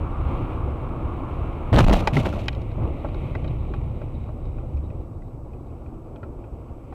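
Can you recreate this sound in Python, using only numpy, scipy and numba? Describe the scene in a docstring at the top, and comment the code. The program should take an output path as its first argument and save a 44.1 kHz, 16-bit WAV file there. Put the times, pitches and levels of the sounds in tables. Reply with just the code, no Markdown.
"""Inside a car on a snowy road: tyre rumble, roar and slush hiss, then a rear-end crash that overloads the
dashboard camera. Sinking low notes and jerky bursts of noise make the crushed panels. Short pushes and
rattles ring the cabin trim as loose things knock about, and a bent part taps once a wheel turn as the car
slows. Ridges thump, bent metal scrapes, and the preamp adds a faint hiss and a thin whine."""
import sys
import numpy as np
from scipy import signal
from scipy.fft import rfft, irfft
from scipy.io import wavfile
from scipy.ndimage import uniform_filter1d
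from numba import njit

SR = 44100
rng = np.random.default_rng(int(sys.argv[2]) if len(sys.argv) > 2 else 0)


def volts_from_decibels(level):
    """Turn decibel levels (scalar or array-like) into linear amplitude factors."""
    exponent = np.asarray(level, float) / 20
    return 10 ** exponent


def file_out(sig):
    """Save sig as 16-bit WAV at sys.argv[1]."""
    # one column per channel
    cols = np.atleast_2d(sig).T
    # limit, then scale
    lim = np.clip(cols, -1, 1)
    pcm = np.round(lim * 32767).astype(np.int16)
    wavfile.write(sys.argv[1], SR, pcm)


N = 306042  # length in samples
T = np.arange(N) / SR  # time in seconds

# How the body booms over the road, also used for its shaking in the crash.
# Each row: frequency in Hz, relative strength in dB per Hz.
RUMBLE_SPECTRUM = [(12, -37), (22, -2), (38, -0.5), (52, -5), (68, 1.5), (92, -3.5), (122, -3.5),
                   (150, -8.5), (185, -18), (220, -18), (290, -27.5), (480, -97.5)]


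def level(x):
    """Scales a sound to an rms (average strength) of 1."""
    return x / np.sqrt(np.mean(x ** 2))


def coloured(x, spectrum):
    """Filters x by a curve of (Hz, dB) points, then scales it to an rms of 1."""
    hz, db = np.transpose(spectrum)
    log_hz = np.log(np.arange(N // 2 + 1) * SR / N + 1)
    gain = volts_from_decibels(np.interp(log_hz, np.log(hz), db, left=-90, right=-90))
    return level(irfft(rfft(x) * gain, N))


@njit
def svf(x, hz, width):
    """Resonant band-pass filter whose centre and width (Hz) are given for every sample."""
    y, band, low = np.empty(len(x)), 0., 0.
    for i in range(len(x)):
        g = np.tan(np.pi * hz[i] / SR)
        damping = width[i] / hz[i]
        v = (band + g * (x[i] - low)) / (1 + g * (g + damping))
        band = 2 * v - band
        low = low + 2 * g * v
        y[i] = damping * v
    return y


def walk(rate):
    """Slow random wandering: levels held for 1 / rate seconds, smoothed twice; spread near 1."""
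    hold = int(SR / rate)
    steps = np.repeat(rng.standard_normal(N // hold + 1), hold)
    return 1.6 * uniform_filter1d(uniform_filter1d(steps, hold), hold)[:N]


def grit(spread_db, flicker_db, rate):
    """Dense particles of uneven size whose flow flickers."""
    size_db = spread_db * rng.exponential(size=N)
    return rng.standard_normal(N) * volts_from_decibels(size_db + flicker_db * walk(rate))


def burst(s, db, rise_s, t60):
    """Gain that swells from time s and dies away by 60 dB every t60 seconds."""
    t = np.maximum(T - s, 0)
    return volts_from_decibels(db - 60 * t / t60) * (1 - np.exp(-t / rise_s))


def booming():
    """The struck shell booms on unsteady sinking notes over a rough heave."""
    # Each row: start in seconds, level in dB, starting note in Hz, seconds to die by 60 dB.
    booms = [(1.72, -1.5, 119.4, .3), (1.745, 2, 54.6, 0.36), (1.793, -4, 140, 0.34),
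             (1.85, -0.5, 27.7, 0.28), (1.885, -1, 57.7, 0.25), (1.935, -13.5, 30, .25),
             (2.0, -17.5, 44.4, 0.44), (2.127, -6, 121.3, 0.1), (2.157, -6.5, 140.2, .25)]
    # Rough shaking of the whole shell: start in seconds, level in dB, rise in seconds, seconds to die by 60 dB.
    heave = (1.72, -5, .012, 0.56)
    rise_s, sag_per_s = 0.0066, 2.2  # sag: how fast each note sinks
    unsteady, stiff = np.exp(.1 * walk(80)), .25 * walk(60)
    boom = burst(*heave) * coloured(rng.standard_normal(N), RUMBLE_SPECTRUM)
    for s, db, hz, t60 in booms:
        note_hz = hz * unsteady * np.exp(-sag_per_s * (T - s)) * (T > s)
        phase = 2 * np.pi * np.cumsum(note_hz) / SR
        # a second, stiffer shell mode comes and goes
        boom = boom + burst(s, db, rise_s, t60) * (np.sin(phase) + stiff * np.sin(1.8 * phase))
    return boom


def tearing():
    """Panels give way: sheet metal crumples and plastic splinters, both as gritty noise in jerks."""
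    # Each row: start in seconds, crumple level in dB, splinter level in dB, seconds to die by 60 dB.
    tears = [(1.726, -8.5, -27.5, 0.43), (1.754, -8, -27.5, 0.16), (1.785, 5, -13, 0.084),
             (1.824, -13.5, -33, 0.42), (1.869, -16.5, -36, 0.42), (1.924, -15.5, -27, 0.19),
             (1.99, -28, -50, 0.46), (2.129, -25.5, -37.5, 0.54), (2.163, -25, -33.5, 0.19),
             (2.234, -27, -45, .4), (2.325, -35.5, -47, 0.63), (2.385, -34, -49.5, 0.27)]
    # The sound of sheet metal. Each row: frequency in Hz, relative strength in dB per Hz.
    crumple_spectrum = [(110, -14.5), (180, 9.5), (241, 2), (435, -5.5), (611, -0.5), (941, -9.5),
                        (1310, -14), (1700, -27.5), (2210, -58.5), (3740, -120)]
    # The sound of plastic. Each row: frequency in Hz, relative strength in dB per Hz.
    splinter_spectrum = [(1000, -33.5), (1700, -5), (2120, 1), (2630, 3.5), (3460, -3.5), (3800, -3),
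                         (4970, -14), (5660, -12.5), (8820, -20), (13500, -21), (15900, -24)]
    rise_s = 0.0046
    jerks = volts_from_decibels(1.54 * walk(200))
    crumple = coloured(grit(spread_db=4.0, flicker_db=1.5, rate=60), crumple_spectrum)
    crumple = crumple * sum(burst(s, db, rise_s, t60) for s, db, _, t60 in tears)
    splinter = coloured(grit(spread_db=3.0, flicker_db=-2.05, rate=120), splinter_spectrum)
    splinter = splinter * sum(burst(s, db, rise_s, t60) for s, _, db, t60 in tears)
    return jerks * (crumple + splinter)


def ring_trim(contacts, push_s, rattle):
    """Each contact is a short push and a dying rattle that ring the trim, most near the struck spot's note."""
    # What cabin trim rings with. Each row: frequency in Hz, width in Hz, strength in dB.
    trim = [(420, 160, -1), (600, 130, 1), (810, 170, 0), (1050, 200, -4), (1300, 180, -6), (1650, 240, -5),
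            (2000, 220, -2), (2480, 240, 0), (3050, 480, -4), (3750, 480, -8), (5400, 1100, 0),
            (6600, 1400, -4), (8500, 2500, -5), (12000, 4000, -6)]
    out, t = np.zeros(N), np.arange(SR // 9) / SR
    for s, dull_db, bright_db, crack_db, spot_hz in contacts:
        # 0.054 s at 1 kHz and a -44 dB bright ring; higher spots and harder pieces die sooner
        t60 = 0.054 * (spot_hz / 1e3) ** -.4 * volts_from_decibels(-0.1 * (bright_db + 44))
        push = (t < push_s) / np.sqrt(push_s * SR)
        contact = push + rattle * rng.standard_normal(len(t)) * volts_from_decibels(-60 * t / t60)
        rings = np.zeros((3, len(t)))  # dull, bright and crack
        for hz, width, db in trim:
            near_db = 11 * np.exp(-(np.log(hz / spot_hz) / .2) ** 2)
            f, w = hz + 0 * t, width + 0 * t
            ring = svf(svf(contact, f, w), f, 2 * w) / np.sqrt(width)
            band = np.searchsorted([1500, 4500], hz)
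            rings[band] += volts_from_decibels(db + near_db) * ring
        for band, top_hz in ((0, 1500), (1, 4500)):
            # padding dulls each ring
            rings[band] = signal.lfilter(*signal.butter(3, top_hz, fs=SR), rings[band])
        gains = volts_from_decibels([dull_db, bright_db, crack_db]) / np.abs(rings).max(axis=1)
        i = int(s * SR)
        out[i:i + len(t)] += (gains @ rings)[:N - i]
    return out


def knocking():
    """Loose things knock about the cabin and ring its trim."""
    # Each row: start in seconds, peaks of the dull, bright and crack parts in dB, note of the struck spot in Hz.
    knocks = [(1.927, -11, -18, -33, 805), (2.073, -8.5, -10.5, -28, 790), (2.167, -10, -15.5, -39, 1977),
              (2.256, -22, -25, -54, 772), (2.327, -27.5, -44, -55, 1350), (2.377, -25.5, -47, -58.5, 573),
              (2.457, -45, -48.5, -57, 3600), (2.483, -23, -14.5, -27.5, 3360),
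              (2.529, -44, -38, -53, 3320), (2.549, -45.5, -41, -53, 3500), (2.617, -48, -44.5, -52, 3670),
              (2.715, -43, -43, -68, 3820), (2.821, -31, -56, -70, 445), (3.046, -19.5, -48, -72, 673),
              (3.087, -32, -40, -70, 2820), (3.145, -31, -42.5, -58, 3740), (3.351, -24.5, -29, -56, 2020),
              (3.478, -45, -41.5, -62.5, 3800), (4.082, -53, -52, -82, 2500), (4.454, -59, -54, -66, 4000),
              (4.77, -61, -49, -61.5, 2630), (6.16, -42, -47.5, -68, 2725), (6.23, -31, -49.5, -79.5, 1240),
              (6.44, -36.5, -52, -84, 2480), (6.925, -32, -51, -76, 860)]
    return ring_trim(knocks, push_s=.00006, rattle=.25)


def tapping():
    """A bent part touches once a wheel turn, with more rattle than the loose things."""
    # Each row: start in seconds, peaks of the dull and bright parts in dB, note of the struck spot in Hz.
    taps = [(3.443, -31, -39.5, 600), (3.738, -26, -40, 2540), (4.015, -30.5, -44.5, 620),
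            (4.287, -33, -59, 610), (4.584, -37, -49, 2460), (4.902, -43, -48.5, 2250),
            (5.219, -47, -53, 1820), (5.533, -56, -52.5, 2395), (5.861, -42, -52.5, 2450)]
    crack_db = -25  # relative to the bright part
    contacts = [(s, dull_db, bright_db, bright_db + crack_db, hz) for s, dull_db, bright_db, hz in taps]
    return ring_trim(contacts, push_s=.0001, rattle=.45)


def thumping():
    """Wheels drop over ridges: a soft push rings the body low."""
    # Suspension thumps. Each row: start in seconds, level in dB, note in Hz, seconds to die by 60 dB.
    thumps = [(0.631, -11, 70, .15), (2.79, -16, 108, 0.21), (4.742, -16, 70.8, 0.34),
              (6.702, -13.5, 72.4, 0.056)]
    return sum(burst(s, db, 0.0078, t60) * np.sin(2 * np.pi * hz * (T - s)) for s, db, hz, t60 in thumps)


def scraping():
    """Bent metal drags after the crash: a thin gritty band, catching and letting go."""
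    centre_hz = 3800 + 0 * T
    band = svf(grit(spread_db=2.5, flicker_db=4.0, rate=41), centre_hz, 380 + 0 * T)
    band = svf(band, centre_hz, 600 + 0 * T)
    return level(band) * burst(2.8, -65.5, rise_s=.3, t60=8.5)


def rolling():
    """Body boom from the road surface, cabin drone, tread roar and slush thrown into the arches."""
    # Rolling as speed and road roughness change.
    # Each row: time in seconds, rumble level in dB, rolling effort in dB, slush hiss level in dB.
    course = [(0.0, -27.5, 0, -55), (0.3, -23, 2.5, -50.5), (0.6, -27.5, 0, -55), (0.85, -27.5, 0, -55),
              (1.55, -27.5, -1, -54.5), (2.55, -27, -2.5, -54.5), (2.74, -29.5, -3, -57),
              (2.82, -21, 5.5, -54), (2.92, -27, -1, -56), (3.1, -30.5, -1, -54), (3.22, -26, -0.5, -53),
              (3.55, -25, -3, -57), (4.28, -29, -7, -64), (4.9, -30.5, -7.5, -68), (5.2, -34, -9.5, -74.5),
              (5.8, -37, -8.5, -70.5), (6.3, -36, -9, -73), (6.9, -38, -8.5, -67)]
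    # The cabin's drone. Each row: frequency in Hz, relative strength in dB per Hz.
    drone_spectrum = [(110, -41), (180, -12.5), (231, -1), (280, -2.5), (323, 0.5), (387, -4), (425, -8),
                      (500, -5.5), (750, -12.5), (980, -18), (1650, -120)]
    # The tread's roar. Each row: frequency in Hz, relative strength in dB per Hz.
    roar_spectrum = [(410, -34), (700, -2.5), (945, -3), (1130, 1.5), (1260, -3.5), (1410, -8), (1520, -17),
                     (1680, -18), (1800, -23.5), (2340, -57.5), (3960, -120)]
    # The slush's hiss. Each row: frequency in Hz, relative strength in dB per Hz.
    slush_spectrum = [(1100, -35), (1600, -23.5), (1850, -5.5), (2230, 2.5), (2590, 0), (3050, -5.5),
                      (3350, -10), (3900, -13.5), (4300, -20.5), (4830, -27), (6500, -30.5), (15000, -29.5),
                      (15300, -81)]
    s, *columns = np.transpose(course)
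    rumble_db, effort_db, slush_db = (np.interp(T, s, column) for column in columns)
    drone_db = -35.5 + 0.84 * effort_db
    # from 2.3 s the tyres leave bare asphalt for packed snow and roar 8 dB less
    roar_db = -40.5 + effort_db - 8 * (T > 2.3)
    bumps = walk(16)  # road bumps shake all layers at once
    rumble = coloured(grit(spread_db=-0.5, flicker_db=0.5, rate=14), RUMBLE_SPECTRUM)
    drone = coloured(grit(spread_db=0.5, flicker_db=1.0, rate=52), drone_spectrum)
    roar = coloured(grit(spread_db=1.5, flicker_db=0.65, rate=40), roar_spectrum)
    slush = coloured(grit(spread_db=2.5, flicker_db=0.47, rate=28), slush_spectrum)
    body = rumble * volts_from_decibels(rumble_db + 0.43 * bumps) + drone * volts_from_decibels(drone_db + 0.54 * bumps)
    return body + roar * volts_from_decibels(roar_db + 0.3 * bumps) + slush * volts_from_decibels(slush_db + 0.75 * bumps)


def preamp_hiss():
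    """The preamp's steady faint noise."""
    # Each row: frequency in Hz, relative strength in dB per Hz.
    hiss_spectrum = [(2600, -19.5), (4500, -1), (15100, -5.5), (15300, -36)]
    return volts_from_decibels(-77) * coloured(rng.standard_normal(N), hiss_spectrum)


def preamp_whine():
    """A thin high tone whose pitch wavers slightly."""
    phase = 2 * np.pi * np.cumsum(7868 + 25 * walk(150)) / SR  # Hz
    return volts_from_decibels(-84.5) * np.sqrt(2) * np.sin(phase)


def scene():
    """Everything heard in the cabin, as one channel."""
    crash = booming() + tearing()
    contacts = knocking() + tapping()
    return (crash + contacts + thumping() + scraping() + rolling())[None]


def low_pass(x):
    """Removes everything above the highest recorded frequency."""
    return signal.sosfilt(signal.butter(12, 16660, fs=SR, output="sos"), x)


def record(dry):
    """The preamp clips flat, rolls off the treble and adds hiss and whine; a steep filter cuts the top."""
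    clip_level, knee = .29, 8  # a higher knee clips more sharply
    clipped = dry / (1 + np.abs(dry / clip_level) ** knee) ** (1 / knee)
    soft = signal.lfilter(*signal.butter(1, 11000., fs=SR), clipped)
    noisy = soft + preamp_hiss() + preamp_whine()
    top_cut = signal.ellip(8, .2, 60, 16300, fs=SR, output="sos")
    return low_pass(signal.sosfilt(top_cut, noisy))


dry = scene()
out = record(dry)
file_out(out)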